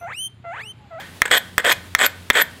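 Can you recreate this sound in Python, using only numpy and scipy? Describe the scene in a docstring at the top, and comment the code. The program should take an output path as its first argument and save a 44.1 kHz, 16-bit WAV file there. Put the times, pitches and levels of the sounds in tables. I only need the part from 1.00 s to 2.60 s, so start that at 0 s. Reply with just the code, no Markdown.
"""A rasp that has just ended leaves its echo in a small room with soft air noise and a low, wavering hum.
Then a coarse hand stone is swept four times along the edge of a stone blank held on the thigh.
Each stroke lands with a knock (short damped tones, overloading the close microphone) and skips lightly.
It then rasps along the edge (thousands of tiny clicks through the stones' resonances), with a few louder
snaps of coarse grains, and slips off with a thin, high ring. The room answers each sound."""
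import sys
import numpy as np
from scipy import signal
from scipy.fft import rfft, irfft
from scipy.io import wavfile
from scipy.ndimage import uniform_filter1d

SR = 44100
rng = np.random.default_rng(int(sys.argv[2]) if len(sys.argv) > 2 else 0)


def to_wav(sig):
    """Store sig (one row per channel, or 1-D mono) as 16-bit WAV at the path in sys.argv[1].

    Samples outside -1..1 are clipped; the rate is SR.
    """
    pcm = np.clip(np.atleast_2d(sig), -1, 1) * 32767
    pcm = np.round(pcm).astype(np.int16)
    wavfile.write(sys.argv[1], SR, pcm.T)  # frames by channels


N = 70560
LEAD = SR // 5  # samples made before time zero and cut off at the end
T = np.arange(-LEAD, N) / SR  # time in seconds

# Still air of the room: hz, level_db (only the shape counts)
AIR_COLOUR = [(20, -13), (50, -5.5), (110, 3.5), (170, -1), (250, 0.5), (320, -4.5), (500, -7.5),
              (1000, -12.5), (2000, -12.5), (3500, -12.5), (6000, -20.5), (10000, -20.5), (16000, -27.5)]
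# Slow rise and fall of the hum: time_s, level_db
HUM_LEVELS = [(0, -54), (.12, -47.5), (.33, -61), (.5, -46.5), (.68, -59.5), (.88, -39), (1.02, -50),
              (1.22, -43.5), (1.4, -57), (1.6, -46)]
# How long the room rings at each pitch: hz, t60_s (time to fall by 60 dB)
ROOM_DECAY = [(200, 0.1), (600, 0.55), (1800, .42), (4500, 0.39), (8000, 0.29), (13000, 0.097)]
# First contact of each stroke: start_s, level_db, pitch_hz, chink_db
KNOCKS = [(0.2189, 18, 1890, -41), (0.5809, 11, 1750, -12), (.9503, 16, 1853, -34), (1.3016, 17, 1940, -28)]
# Dull tones of the hand-held stones under a knock: pitch_hz, level_db, t60_s
KNOCK_MODES = [(112, -59, 0.01), (626, -38, 0.043), (1180, -28.5, 0.013), (1356, -22, 0.024),
               (3260, -23, 0.016)]
# Light touches between knock and rasp: start_s, length_s, level_db, sizzle_db
SKIPS = [(0.2543, 0.0094, -12, -13.5), (0.278, 0.0044, -23, -12), (0.304, 0.0036, -33, -12),
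         (0.582, 0.026, -17, -21), (0.986, 0.004, -33, 0), (1.304, 0.0064, -6, -30),
         (1.332, 0.017, -27.5, -3)]
# Coarse grains that catch on the edge: start_s, level_db
CATCHES = [(0.3144, 2.5), (0.339, 1.5), (.347, -5), (.649, 0), (0.712, 1.5), (0.9912, -2), (1.354, -3),
           (1.373, 0), (1.39, -5)]
# Rasps along the edge: start_s, end_s, rise_s, level_db, force_gain_db, groan_db, grit_db,
# grit_growth_db, hollow_db, hollow_hz, sizzle_db, sizzle_hz, edge_ring_db
SCRAPES = [(-.11, -0.022, 0.013, -14, 1, -20, -14.5, 10, -11, 3350, -21, 7900, -1),
           (0.31, .382, 0.0014, -16, -5, -7, -12, 8, -2, 3247, -10.5, 8010, 1.5),
           (.638, 0.728, .008, -15.5, 1.5, -5.5, -14.5, 20, -10.5, 3240, -17.5, 8180, -4.5),
           (0.98, 1.065, 0.025, -13.5, 1, -12, -17.5, 20, -11, 3220, -14.5, 7870, -3),
           (1.336, 1.423, 0.02, -14.7, -1, -9, -21.5, 26, -9.5, 3270, -19, 7930, 3.5)]
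# Sharper resonances of the stones under the rasp: pitch_hz, width_hz, level_db
STONE_MODES = [(584, 55, -23.5), (1558, 37, -15.5), (1863, 133, -10.5), (2480, 22.6, -22)]
# Colour of the rasping stones: hz, level_db
BODY_COLOUR = [(120, -40.5), (250, -17.5), (400, -14), (570, -7.5), (850, -11), (1150, -10), (1350, -14.5),
               (1520, -1), (1800, 0.5), (2150, -4), (2800, -11), (3600, -10.5), (4100, -25.5),
               (5600, -26.5), (9000, -36), (16000, -40)]
# Colour of grit that crumbles toward the end of the edge: hz, level_db
GRIT_COLOUR = [(60, -46), (300, -25), (2000, -2), (4300, 1.5), (5700, -8), (7000, -1.5), (8400, -14.5),
               (9200, -12.5), (10700, -12), (12400, -6), (13200, -18), (16000, -14)]
# Colour of the fine fizz all along the stroke: hz, level_db
FIZZ_COLOUR = [(60, -46), (2000, 1), (5600, -13.5), (6700, 5), (8200, -0.5), (9000, -21.5), (10600, -2),
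               (11400, -24), (12100, 3), (13000, -16), (15000, -19), (16000, -11)]

AIR_DB, HUM_HZ, HUM_OCTAVE_DB = -44.5, 88.6, -54
ROOM_DB, ROOM_DELAY_S, EARLY_DB, EARLY_DECAY_S = -21, 0.0064, -15, 0.011
KNOCK_DECAY_S, KNOCK_RISE_S = 0.00057, 0.00008
BOUNCE_S, BOUNCE_DB, BOUNCE_DECAY_S = 0.00284, -21.5, 0.0028
THUMP_DB, THUMP_S, CRACK_DB, CRACK_S = -14, 0.00027, -14.5, 0.00061
CATCH_HZ = 1750
GRAINS_PER_S, GRAIN_SPREAD_DB, JUDDER_DB, JUDDER_S = 12000, 3.5, 2.66, 0.003
RELEASE_S, RASP_LOW_CUT_HZ = 0.00068, 194
BODY_DB, FIZZ_DB, NOTE_FADE_DB = -2.5, -17, 6
GROAN_HZ, GROAN_WIDTH_HZ, GROAN_FADE_DB = 583, 480, -12
HOLLOW_WIDTH_HZ, SIZZLE_WIDTH_HZ = 500, 910
EDGE_RING_HZ, EDGE_WIDTH_HZ, SLIP_S, EDGE_EARLY_DB = 12085, 140, 0.006, -31.5
CLIP_DB, LIMIT_DB, LIMIT_RECOVER_DB_PER_S, LIMIT_LAG_S, CUT_HZ = 4, 5.5, 237, 0.009, 15900


def amp(db):
    """Turns decibels into a plain multiplier."""
    return 10 ** (np.asarray(db) / 20)


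def unit(x):
    """Scales a sound to an average strength (rms) of 1."""
    return x / np.sqrt(np.mean(x ** 2) + 1e-20)


def read(points, hz):
    """Reads between the points of a table, spacing frequency as a logarithm."""
    f, value = np.transpose(points)
    return np.interp(np.log(hz + 1), np.log(f + 1), value)


def colour(x, points):
    """Gives a sound the table's tone with a filter of unit energy that never acts ahead of time."""
    log_gain = np.log(amp(read(points, abs(np.fft.fftfreq(4096, 1 / SR)))))
    # the Hilbert transform supplies the phase that makes the filter respond at once
    taps = np.fft.ifft(np.exp(np.conj(signal.hilbert(log_gain)))).real[:2048]
    return signal.fftconvolve(x, taps / np.linalg.norm(taps))[:len(x)]


def ring(x, hz, width_hz, order=1):
    """Lets a sound excite a fading tone of unit energy; a higher order has steeper skirts."""
    t = np.arange(4096) / SR
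    taps = t ** (order - 1) * np.exp(-np.pi * width_hz * t) * np.sin(2 * np.pi * hz * t)
    return signal.fftconvolve(x, taps / np.linalg.norm(taps))[:len(x)]


def wander(seconds):
    """Smooth random drift of rms 1; a longer time makes it slower."""
    f = np.fft.rfftfreq(len(T), 1 / SR)
    spectrum = rfft(rng.standard_normal(len(T))) * np.exp(-(f * seconds) ** 2)
    return unit(irfft(spectrum, len(T)))


def background():
    """Soft room noise, and a low hum with one overtone that wavers in pitch and level."""
    turn = 2 * np.pi * np.cumsum(HUM_HZ * (1 + 0.015 * wander(0.06))) / SR
    waver = amp(2 * wander(0.07))
    hum_level = amp(np.interp(T, *np.transpose(HUM_LEVELS)))
    hum = waver * (hum_level * np.sin(turn) + amp(HUM_OCTAVE_DB) * np.sin(2 * turn))
    air = unit(colour(rng.standard_normal(len(T)), AIR_COLOUR)) * amp(1.0 * wander(0.045))
    return np.sqrt(2) * hum + amp(AIR_DB) * air


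def room(x):
    """Scattered reflections from lap and arms, then a short blurred tail that fades by pitch."""
    t = np.arange(SR) / SR
    hz, at, z = signal.stft(rng.standard_normal(SR), SR, nperseg=256)
    fading = z * amp(-60 * at / read(ROOM_DECAY, hz)[:, None])
    tail = signal.istft(fading, SR, nperseg=256)[1][:SR] * (t > ROOM_DELAY_S)
    early = rng.standard_normal(SR) * (rng.random(SR) < 2000 / SR)  # about 2000 reflections per second
    early = early * (t > 0.002) * np.exp(-t / EARLY_DECAY_S)
    taps = amp(ROOM_DB) * tail / np.linalg.norm(tail) + amp(EARLY_DB) * early / np.linalg.norm(early)
    return signal.fftconvolve(x, taps)[:len(x)]


def grains():
    """Tiny fractures of uneven size, clumped by the judder of the hand but steady in overall force."""
    size = amp(GRAIN_SPREAD_DB * np.minimum(rng.exponential(1, len(T)), 4))
    sign = rng.choice([-1, 1], len(T))
    happens = rng.random(len(T)) < GRAINS_PER_S / SR
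    clicks = size * sign * happens * amp(JUDDER_DB * wander(JUDDER_S))
    # dividing by the running strength keeps the force steady
    return clicks / np.sqrt(abs(uniform_filter1d(clicks ** 2, size=1300)) + 1e-9)


def catches(snap_db=-13, snap_s=0.00088, clack_width_hz=900, clack_db=8):
    """Single coarse grains snap off: a noise burst and a small clack of the stone."""
    taps, bursts = np.zeros((2, len(T)))
    for start, db in CATCHES:
        taps += amp(db) * (np.arange(len(T)) == LEAD + round(start * SR))
        bursts += amp(db) * (T > start) * np.exp(-abs(T - start) / snap_s)
    noise = bursts * rng.standard_normal(len(T))
    snap = colour(noise, GRIT_COLOUR) + colour(noise, BODY_COLOUR)
    return amp(clack_db) * ring(taps, CATCH_HZ, clack_width_hz, order=2) + amp(snap_db) * snap


def skips(grit_db=-19, sizzle_hz=8000, fade_db=-8, groan_db=-8, hollow_db=-12, hollow_hz=3300, fizz_db=-1):
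    """The rebounding stone brushes the edge for a moment, so a few grains break and fade."""
    clicks = grains()
    body, sizzle = np.zeros((2, len(T)))
    for start, length, db, sizzle_db in SKIPS:
        along = np.clip((T - start) / length, 0, 1)
        touch = clicks * amp(db + fade_db * along) * (along > 0) * (along < 1)
        body += touch
        sizzle += touch * amp(sizzle_db)
    low = amp(groan_db) * ring(body, GROAN_HZ, GROAN_WIDTH_HZ, order=3)
    low += amp(hollow_db) * ring(body, hollow_hz, HOLLOW_WIDTH_HZ, order=2)
    high = ring(sizzle, sizzle_hz, SIZZLE_WIDTH_HZ, order=2) + amp(fizz_db) * colour(sizzle, FIZZ_COLOUR)
    return colour(body, BODY_COLOUR) + amp(grit_db) * colour(body, GRIT_COLOUR) + low + high


def clack(start, hz, decay):
    """Stone on stone: a tone that starts almost at once and dies away."""
    t = np.maximum(T - start, 0)
    return (1 - np.exp(-t / KNOCK_RISE_S)) * np.exp(-t / decay) * np.sin(2 * np.pi * hz * t)


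def knocks(chink_hz=8100, chink_decay=0.0025):
    """The stone lands, bounces once and leaves both stones ringing briefly."""
    out = np.zeros(len(T))
    crack = colour(rng.standard_normal(len(T)), GRIT_COLOUR)
    for start, db, hz, chink_db in KNOCKS:
        # log(1000) turns the time to fall by 60 dB into a decay time
        modes = sum(amp(d) * clack(start, f, t60 / np.log(1000)) for f, d, t60 in KNOCK_MODES)
        bounce = amp(BOUNCE_DB) * clack(start + BOUNCE_S, hz, BOUNCE_DECAY_S)
        out += amp(db) * (clack(start, hz, KNOCK_DECAY_S) + bounce + modes)
        push = np.maximum(T - start, 0) / THUMP_S
        out += amp(db + THUMP_DB) * push * np.exp(-push)
        out += amp(db + CRACK_DB) * crack * (T > start) * np.exp(-abs(T - start) / CRACK_S)
        edge = clack(start, EDGE_RING_HZ, 1 / (np.pi * EDGE_WIDTH_HZ))
        out += amp(chink_db) * (clack(start, chink_hz, chink_decay) + edge)
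    return out


def scrapes():
    """Grains drive both stones: a low groan first, brighter grit later, a ringing edge at the slip."""
    clicks, fine = grains(), grains()
    body, groan, grit, fizz, edge, notes = np.zeros((6, len(T)))
    for (start, end, rise, db, push_db, groan_db, grit_db, growth_db,
         hollow_db, hollow_hz, sizzle_db, sizzle_hz, ring_db) in SCRAPES:
        along = np.clip((T - start) / (end - start), 0, 1)  # 0 at the start of the edge, 1 at its end
        press = np.clip((T - start) / rise, 0, 1)
        release = np.exp(-np.maximum(T - end, 0) / RELEASE_S)
        force = amp(db + push_db * (along - 0.5)) * press * release
        body += force * clicks
        groan += force * fine * amp(groan_db + GROAN_FADE_DB * along)
        grit += force * fine * amp(grit_db + growth_db * (along - 0.5))
        slip = amp(EDGE_EARLY_DB) + np.exp(np.minimum(T - end, 0) / SLIP_S)
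        edge += force * fine * amp(ring_db) * slip
        # fizz and notes are strongest halfway along
        middle = force * clicks * amp(-NOTE_FADE_DB * (2 * along - 1) ** 2)
        fizz += middle
        notes += amp(hollow_db) * ring(middle, hollow_hz, HOLLOW_WIDTH_HZ, order=2)
        notes += amp(sizzle_db) * ring(middle, sizzle_hz, SIZZLE_WIDTH_HZ, order=2)
    notes += sum(amp(db) * ring(body, hz, width) for hz, width, db in STONE_MODES)
    notes += ring(groan, GROAN_HZ, GROAN_WIDTH_HZ, order=3)
    notes += ring(edge, EDGE_RING_HZ, EDGE_WIDTH_HZ)
    rasp = amp(BODY_DB) * colour(body, BODY_COLOUR) + colour(grit, GRIT_COLOUR)
    return rasp + amp(FIZZ_DB) * colour(fizz, FIZZ_COLOUR) + notes


def scene():
    """Knocks and rasps, close up in the room; the rasping small stones radiate little bass."""
    low_cut = signal.butter(2, RASP_LOW_CUT_HZ, "high", fs=SR, output="sos")
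    rasp = signal.sosfilt(low_cut, scrapes() + skips() + catches())
    blows = knocks()
    echoes = room(rasp + amp(-5) * blows)
    return (rasp + blows + echoes + background())[None, LEAD:]


def record(dry):
    """The knocks clip, a late limiter ducks what follows them, then the highest treble is cut."""
    over_db = np.maximum(20 * np.log10(abs(dry[0]) + 1e-9) - LIMIT_DB, 0)
    # each peak is held, then let go at a steady number of decibels per second
    fall = np.arange(N) * LIMIT_RECOVER_DB_PER_S / SR
    held_db = np.maximum.accumulate(over_db + fall) - fall
    # smoothing makes the limiter react late
    r = np.exp(-1 / (LIMIT_LAG_S * SR))
    duck_db = signal.lfilter([1 - r], [1, -r], held_db)
    clipped = np.clip(dry * amp(-duck_db), -amp(CLIP_DB), amp(CLIP_DB))
    treble_cut = signal.firwin(255, CUT_HZ, window=("kaiser", 8), fs=SR)
    return signal.oaconvolve(clipped, treble_cut[None], "same")


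dry = scene()
out = record(dry)
to_wav(out)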